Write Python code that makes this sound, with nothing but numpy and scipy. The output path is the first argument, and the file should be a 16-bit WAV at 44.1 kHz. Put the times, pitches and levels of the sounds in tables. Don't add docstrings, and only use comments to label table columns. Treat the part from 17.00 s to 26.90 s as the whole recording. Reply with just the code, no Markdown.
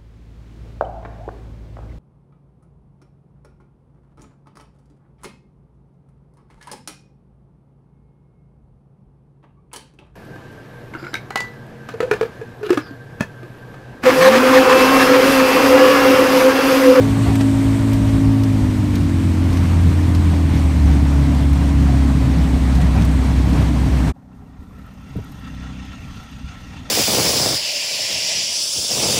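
import sys
import numpy as np
from scipy import signal
from scipy.fft import rfft, irfft, next_fast_len
from scipy.io import wavfile
from scipy.ndimage import uniform_filter1d

SR = 44100
rng = np.random.default_rng(int(sys.argv[2]) if len(sys.argv) > 2 else 0)


def ratio_of_db(decibels):
    return 10 ** (np.asarray(decibels, float) / 20)


def generate_wav(signal):
    frames = np.transpose(np.atleast_2d(signal))
    scaled = np.clip(frames, -1, 1) * 32767
    pcm = np.round(scaled).astype(np.int16)
    wavfile.write(sys.argv[1], SR, pcm)


N = 436590
CUT_S = 7.126
STEP = 64

# time in seconds, shaft speed in Hz, firing tone level in dB.
ENGINE = [(0.0, 54.66, -19), (1.4, 54.28, -16.5), (1.92, 48.62, -20.5), (2.21, 44.82, -16.5),
          (2.71, 43.12, -14.5), (3.22, 42.33, -13.5), (3.46, 40.07, -14.5), (3.89, 35.75, -12.5),
          (4.11, 35.2, -15), (4.71, 34.85, -14.5), (5.32, 32.92, -16), (5.89, 32.4, -14),
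          (6.01, 32.48, -14.5), (7.1, 31.58, -16.5)]
# time in seconds, nearness (about 0 far to 1 near, briefly beyond either end).
APPROACH = [(7.14, -.3), (7.3, 0.15), (7.7, 0.3), (8.1, 0.76), (8.4, 0.82), (8.7, 1.1), (9.1, 0.82),
            (9.5, 0.76), (9.9, 0.76)]
# centre in seconds, length in seconds, lift in dB.
BLIPS = [
    (7.4, 0.22, 3.5),
    (8.68, 0.49, 12),
    (9.43, .12, 6.5),
    (9.82, .3, 4),
]


def evened(x):
    return x / np.sqrt(np.mean(x ** 2) + 1e-20)


def read(points, hz):
    f, value = np.transpose(points)
    return np.interp(np.log(hz + 1), np.log(f + 1), value)


def columns(rows, t):
    s, *values = np.transpose(rows)
    return [np.interp(t, s, v) for v in values]


def add(mix, s, sound):
    part = mix[round(s * SR):][:len(sound)]
    part += sound[:len(part)]


def swells(rows, t):
    return sum(height * np.exp(-np.abs(2 * (t - s) / length) ** 3) for s, length, height in rows)


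def bells(modes, hz):
    return sum(db / (1 + (2 * (hz - f) / width) ** 2) for f, width, db in modes)


def band(x, low_hz, high_hz):
    edges_hz = [low_hz, min(high_hz, .49 * SR)]
    return signal.sosfilt(signal.butter(2, edges_hz, "bandpass", fs=SR, output="sos"), x)


def wander(t, slow_hz, fast_hz):
    hz = np.geomspace(slow_hz, fast_hz, 16)[:, None]
    coarse_s = np.arange(0, t[-1] + .01, .002)
    sines = np.sin(2 * np.pi * (hz * coarse_s + rng.random(hz.shape))) / np.sqrt(hz)
    return np.interp(t, coarse_s, evened(sines.sum(0)))


def noise(colour_db, size, patchy_db, flicker_db):
    hop = size // 4
    frames = N // hop + 5
    hz = np.fft.rfftfreq(size, 1 / SR)[:, None]
    t = np.arange(frames) * hop / SR
    a, b, patches = rng.standard_normal((frames, len(hz), 3)).T
    patches = uniform_filter1d(patches, size=8, axis=0)
    patches = evened(uniform_filter1d(patches, size=12, axis=1))
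    level_db = colour_db(hz, t) + patchy_db * patches + flicker_db * wander(t, 3, 70)
    spectra = (a + 1j * b) * ratio_of_db(level_db)
    return evened(signal.istft(spectra, nperseg=size, noverlap=size - hop)[1][:N])


def rings(rows, rise_s):
    out, t = np.zeros(N), np.arange(22000) / SR
    for s, db, hz, t60_s in rows:
        envelope = ratio_of_db(db - 60 * t / t60_s) * np.minimum(t / rise_s, 1)
        add(out, s, envelope * np.sin(2 * np.pi * hz * t))
    return out


def orders(levels, turns):
    fine = np.arange(N) / STEP
    out = np.zeros(N)
    for k, db in levels:
        level = np.interp(fine, np.arange(len(db)), ratio_of_db(db))
        out += level * np.sin(2 * np.pi * (k * turns + rng.random()))
    return out


def field_hiss():
    return ratio_of_db(-77.5) * evened(band(band(rng.standard_normal(N), 1500, 7500), 900, 8500))


def field_wind(t):
    # frequency in Hz, level in dB per Hz.
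    wind_spectrum = [(25, -32), (46, 2), (140, -1), (280, -5.5), (345, -28), (520, -35), (8500, -43.5),
                     (15500, -49)]
    rise_db = 11 * np.clip((t - CUT_S) / 1.05, 0, 1)
    wind_db = -47.5 + rise_db + 1.1 * wander(t, 1.2, 8.7) - 0.18 * swells(BLIPS, t)

    def colour_db(hz, t):
        return read(wind_spectrum, hz) + bells([(405, 40, 22)], hz) * np.clip(1.5 * (8.3 - t), .3, 1)
    return ratio_of_db(wind_db) * noise(colour_db, size=2048, patchy_db=.8, flicker_db=1.2)


def insect(t):
    # phrase centre in seconds, length in seconds, peak in dB.
    insect_phrases = [
        (7.9, .5, -65),
        (8.28, .34, -56),
        (8.55, .2, -65),
        (9.2, 0.98, -62),
    ]
    start_s, period_s = 7.557, .0762
    third_s = period_s / 3
    since_s = t - start_s - .003 + third_s / 2
    strong = np.where(since_s % period_s < third_s, 1, .33)
    ticks = strong * np.exp(-((since_s % third_s - third_s / 2) / .0062) ** 2)
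    grit = rng.standard_normal(N)
    scratch = .6 * evened(band(grit, 11300, 13600)) + evened(band(grit, 10600, 15500))
    scratch += .8 * evened(band(grit, 8200, 9300))
    level = swells([(s, length_s, ratio_of_db(db)) for s, length_s, db in insect_phrases], t)
    level = level + ratio_of_db(-86) * (t > start_s)
    return ratio_of_db(-3.5 + 1.5 * wander(t, 2, 13)) * level * ticks * scratch


def skin_buffet(t, gust_db):
    # frequency in Hz, level in dB per Hz.
    buffet_spectrum = [(25, -32), (40, -43), (55, 6), (66, 3), (80, -5), (105, 5), (135, -1), (165, 4),
                       (200, -6), (250, -5), (300, -6.5), (345, -18.5), (450, -21), (700, -56.5)]

    def colour_db(hz, t):
        power = np.clip(columns(ENGINE, t)[0] / 9 - 5, 0, 1)
        return read(buffet_spectrum, hz) + bells([(66, 8.4, 5.4)], hz) * power
    return ratio_of_db(-23 + 0.77 * t + gust_db) * noise(colour_db, size=2048, patchy_db=1.6, flicker_db=0.9)


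def slipstream(t, gust_db, slip):
    # frequency in Hz, level in dB per Hz.
    hiss_spectrum = [(250, -17), (350, -1), (420, -7), (480, -8.5), (620, -4), (800, -8.5), (950, -6),
                     (1330, -11.5), (2200, -12.5), (2710, -16), (4500, -20), (8350, -26.5), (11500, -31.5),
                     (15500, -39)]
    flare_db = np.clip((t - 2.413) / .15, 0, 1)
    slip_db = 2.5 * slip + 1.5 * (t < 0.31)
    hiss_db = -33 + 0.1742 * t + flare_db + 0.33 * gust_db + slip_db

    def colour_db(hz, t):
        flutter = np.clip((t - 2.2) / 1.8, 0, 1) * (1 + .35 * wander(t, 4, 25))
        panel_db = bells([(760, 270, 3.0)], hz) * flutter
        octaves_up = np.clip(np.log2(hz / 6500 + 1e-3), 0, 1.2)
        return read(hiss_spectrum, hz) + panel_db + 5 * np.log2(columns(ENGINE, t)[0] / 40) * octaves_up
    return ratio_of_db(hiss_db) * noise(colour_db, size=512, patchy_db=1.0, flicker_db=0.4)


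def seal_leak(t, gust_db, slip):
    leak_db = -51 - .3 * gust_db + 7 * slip + 1.4 * wander(t, 1.5, 15)
    return ratio_of_db(leak_db) * evened(band(rng.standard_normal(N), 7150, 8880))


def cabin_air(t):
    # centre in seconds, length in seconds, strength in dB.
    airframe_gusts = [(.3, 0.09, 4), (.41, 0.021, 13.5), (1.1, 0.17, 2.5), (1.75, 0.17, 0.5),
                      (2.6, 0.43, 3), (2.89, 0.094, 3.5), (3.56, .1, 3.5), (3.89, 0.074, 5.5),
                      (4.23, 0.14, 1.5), (4.5, .1, -3), (5.42, 0.086, 3), (5.81, 0.14, 3.5),
                      (5.99, 0.074, 6), (6.49, 0.089, 3), (6.6, .1, 4.5), (6.92, 0.092, 1.5),
                      (7.09, 0.061, 4.5)]
    gust_db = swells(airframe_gusts, t)
    slip = np.clip(.5 + (1 - t) / 0.68, 0, 1)
    return skin_buffet(t, gust_db) + slipstream(t, gust_db, slip) + seal_leak(t, gust_db, slip)


def rattles():
    # start in seconds, peak in dB, level of the lower part in dB.
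    rattle_events = [(0.3546, -22, -24), (0.409, -40, -22.5), (0.9314, -25, -25), (0.956, -36, -32),
                     (1.4346, -28, -25), (1.9545, -26, -25), (2.5274, -37, -29), (2.5701, -36, -24.5),
                     (3.1486, -30, -24), (4.346, -38, -32), (4.5309, -29, -30), (4.8228, -40, -35),
                     (4.9789, -39, -40), (5.7513, -36, -26), (5.8137, -33, -27), (6.02, -37, -24),
                     (6.0494, -25, -31), (6.243, -36, -35), (6.4967, -36, -37), (6.5301, -38, -27),
                     (6.6219, -41, -35)]
    out, t = np.zeros(N), np.arange(2600) / SR
    for s, db, low_db in rattle_events:
        grit = rng.standard_normal((2, len(t)))
        bright = ratio_of_db(db - 7.5) * evened(band(grit[0], 6500, 15500)) * np.exp(-t / 0.0044)
        buzz = ratio_of_db(low_db - 6) * evened(band(grit[1], 1200, 5900)) * np.exp(-t / 0.0098)
        add(out, s, (bright + buzz) * np.minimum(t / 0.00093, 1))
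    return out


def panel_knocks():
    return rings([(0, -28.5, 429, 1.3), (.257, -21.5, 710, .14), (.285, -20, 786, .1),
                  (.283, -18, 400, 0.11), (.311, -23, 730, 0.15), (.404, -24, 630, 0.076),
                  (.404, -26, 800, .07), (.408, -28, 1940, 0.074), (.408, -23, 1320, 0.046),
                  (.94, -20, 640, .08), (4.88, -24, 729, 0.15), (4.93, -24, 710, 0.14),
                  (5.78, -20, 724, .1), (5.95, -25, 760, 0.17)], rise_s=.007)


def microphone_bumps():
    return rings([(7.59, -25.5, 62, .12), (8.152, -24, 444, 0.043), (8.154, -24, 66, 0.17),
                  (8.155, -22.5, 284, 0.078), (8.156, -32, 640, 0.047), (8.1605, -12.5, 150, 0.07),
                  (8.1705, -10, 143, 0.086), (8.185, -18, 420, 0.031), (8.188, -32, 655, .04),
                  (8.194, -15, 111, 0.06), (9.44, -21, 68, 0.14)], rise_s=0.0051)


def wheel_pings():
    return rings([(7.163, -43, 772, 0.053), (7.228, -47, 760, 0.067), (7.295, -47, 760, .05),
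                  (7.39, -50, 950, .05), (7.422, -43, 770, .06), (7.33, -56, 2700, .04),
                  (7.46, -57, 2720, .05), (7.48, -51, 1250, 0.056), (7.643, -54, 1100, 0.036),
                  (7.708, -40, 1150, .04), (7.795, -47, 1340, .04), (7.867, -40, 1330, .04),
                  (8.933, -35, 1350, 0.043)], rise_s=0.0014)


def cowling_clatter(t, turns):
    # frequency in Hz, level in dB per Hz.
    clatter_spectrum = [(210, -37), (350, -8), (1230, -8.5), (1350, -6), (1480, -9.5), (2710, -7.5),
                        (4430, -13), (6080, -16.5), (7840, -23.5), (13200, -64), (15500, -58)]
    # frequency in Hz, width in Hz, lift in dB.
    cowling_modes = [(770, 27, 6), (1350, 36, 15.5), (1864, 94, 8), (2720, 82, 7), (3500, 180, 4.5),
                     (4480, 120, -9), (4730, 90, 7), (5000, 120, -6), (5400, 90, 2), (6160, 95, 9),
                     (6760, 90, 9.5), (7900, 500, -5), (8700, 700, 10.5)]

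    def colour_db(hz, t):
        near = columns(APPROACH, t)[0]
        opened_s = np.maximum(t - CUT_S, 0)
        treble_db = -19.5 + 18.5 * np.tanh((opened_s / 1.38 * 1.3) ** 1.12)
        octaves_up = np.clip(np.log2(hz / 1000 + 1e-3) / 1.07, 0, 1.4)
        air_db = -30 * np.log2(np.maximum(hz, 9000) / 9000)
        slope_db = read(clatter_spectrum, np.minimum(hz, 9000)) + air_db
        peaks_db = bells(cowling_modes, hz) * np.clip(0.59 + .5 * near, 0, 1.2)
        return slope_db + peaks_db + 6.5 * near + treble_db * octaves_up
    clatter = noise(colour_db, size=1024, patchy_db=1.9, flicker_db=1.2)
    near_rms = np.sqrt(np.mean(clatter[t > 8.5] ** 2))
    throb = 1 + .15 * np.cos(2 * np.pi * turns)
    return clatter / near_rms * ratio_of_db(-44) * throb


def exhaust(t, turns):
    # shaft multiple, level in dB.
    exhaust_orders = [(1, -22), (2, 0), (3, -11), (4, -5), (5, -6), (6, -3.5), (7, -9), (8, -5), (9, -11),
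                      (10, -24)]
    exhaust_db = -46 + 1.5 * columns(APPROACH, t)[0] + swells(BLIPS, t)
    levels = [(k, db + 1.2 * wander(t[::STEP], 0.86, 8.4)) for k, db in exhaust_orders]
    return ratio_of_db(exhaust_db) * orders(levels, turns)


def taxi(t):
    idle_hz = 31.83 * (1 + 0.0013 * wander(t, 0.502, 7.6))
    turns = np.cumsum(idle_hz) / SR
    return cowling_clatter(t, turns) + exhaust(t, turns)


def cabin_engine(t):
    # frequency in Hz, gain in dB.
    cabin_gain = [(30, -17.5), (55, 4.5), (126, -9), (140, 1), (160, -4.5), (180, -14), (215, -7.5),
                  (250, -3.5), (277, 1.5), (297, -3), (330, -10.5), (375, -26.5), (450, -29.5), (1200, -39)]
    # shaft multiple, level in dB.
    uneven_orders = [(3, -9.5), (4, 2), (5, 2.5), (6, -1), (7, 0.5), (8, 0), (9, -7), (10, -14)]
    # shaft multiple, level at full speed in dB.
    whine_orders = [(1, -35), (7, -47), (8, -43), (10, -49), (11, -40.5), (12, -48), (14, -49), (17, -45),
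                    (21, -49)]
    # centre in seconds, length in seconds, change in dB.
    windmilling = [
        (2.95, 0.75, -3),
        (3.75, 0.48, -2.5),
        (5.2, 0.8, 2),
    ]
    turns = np.cumsum(columns(ENGINE, t)[0] * (1 + 0.0012 * wander(t, 1, 10))) / SR
    t = t[::STEP]
    shaft_hz, firing_db = columns(ENGINE, t)
    octaves = np.log2(shaft_hz / shaft_hz[0])
    orders_db = -21 + 6 * octaves + swells(windmilling, t)
    levels = [(2, firing_db + 0.6 * wander(t, 2, 20))]
    for k, db in uneven_orders:
        levels.append((k, orders_db + db + read(cabin_gain, k * shaft_hz) + 1.2 * wander(t, 1, 18)))
    for k, db in whine_orders:
        power_db = 24 * octaves * max(1, k / 7) ** 1.2
        levels.append((k, db + power_db + 1.5 * wander(t, 0.65, 10.4)))
    return np.sqrt(2) * orders(levels, turns)


def scene():
    t = np.arange(N) / SR
    inside = np.clip((CUT_S - t) / 0.031, 0, 1) ** 1.1
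    outside = np.clip((t - CUT_S) / 0.03, 0, 1)
    cabin = cabin_air(t) + rattles() + panel_knocks() + cabin_engine(t)
    field = field_hiss() + field_wind(t) + insect(t) + microphone_bumps() + wheel_pings() + taxi(t)
    return (inside * cabin + outside * field)[None]


def low_pass(x):
    return signal.sosfilt(signal.butter(12, 15670, fs=SR, output="sos"), x)


def record(dry):
    # frequency in Hz, width in Hz, depth in dB.
    port_dips = [(4930, 180, -3), (7400, 920, -2.5), (10550, 680, -4)]
    size = next_fast_len(N)
    hz = np.fft.rfftfreq(size, 1 / SR)
    response = ratio_of_db(bells(port_dips, hz)) * (hz < 15300)
    heard = irfft(rfft(dry, size) * response, size)[:, :N]
    return low_pass(1.3 * np.tanh(heard / 1.3))


dry = scene()
out = record(dry)
generate_wav(out)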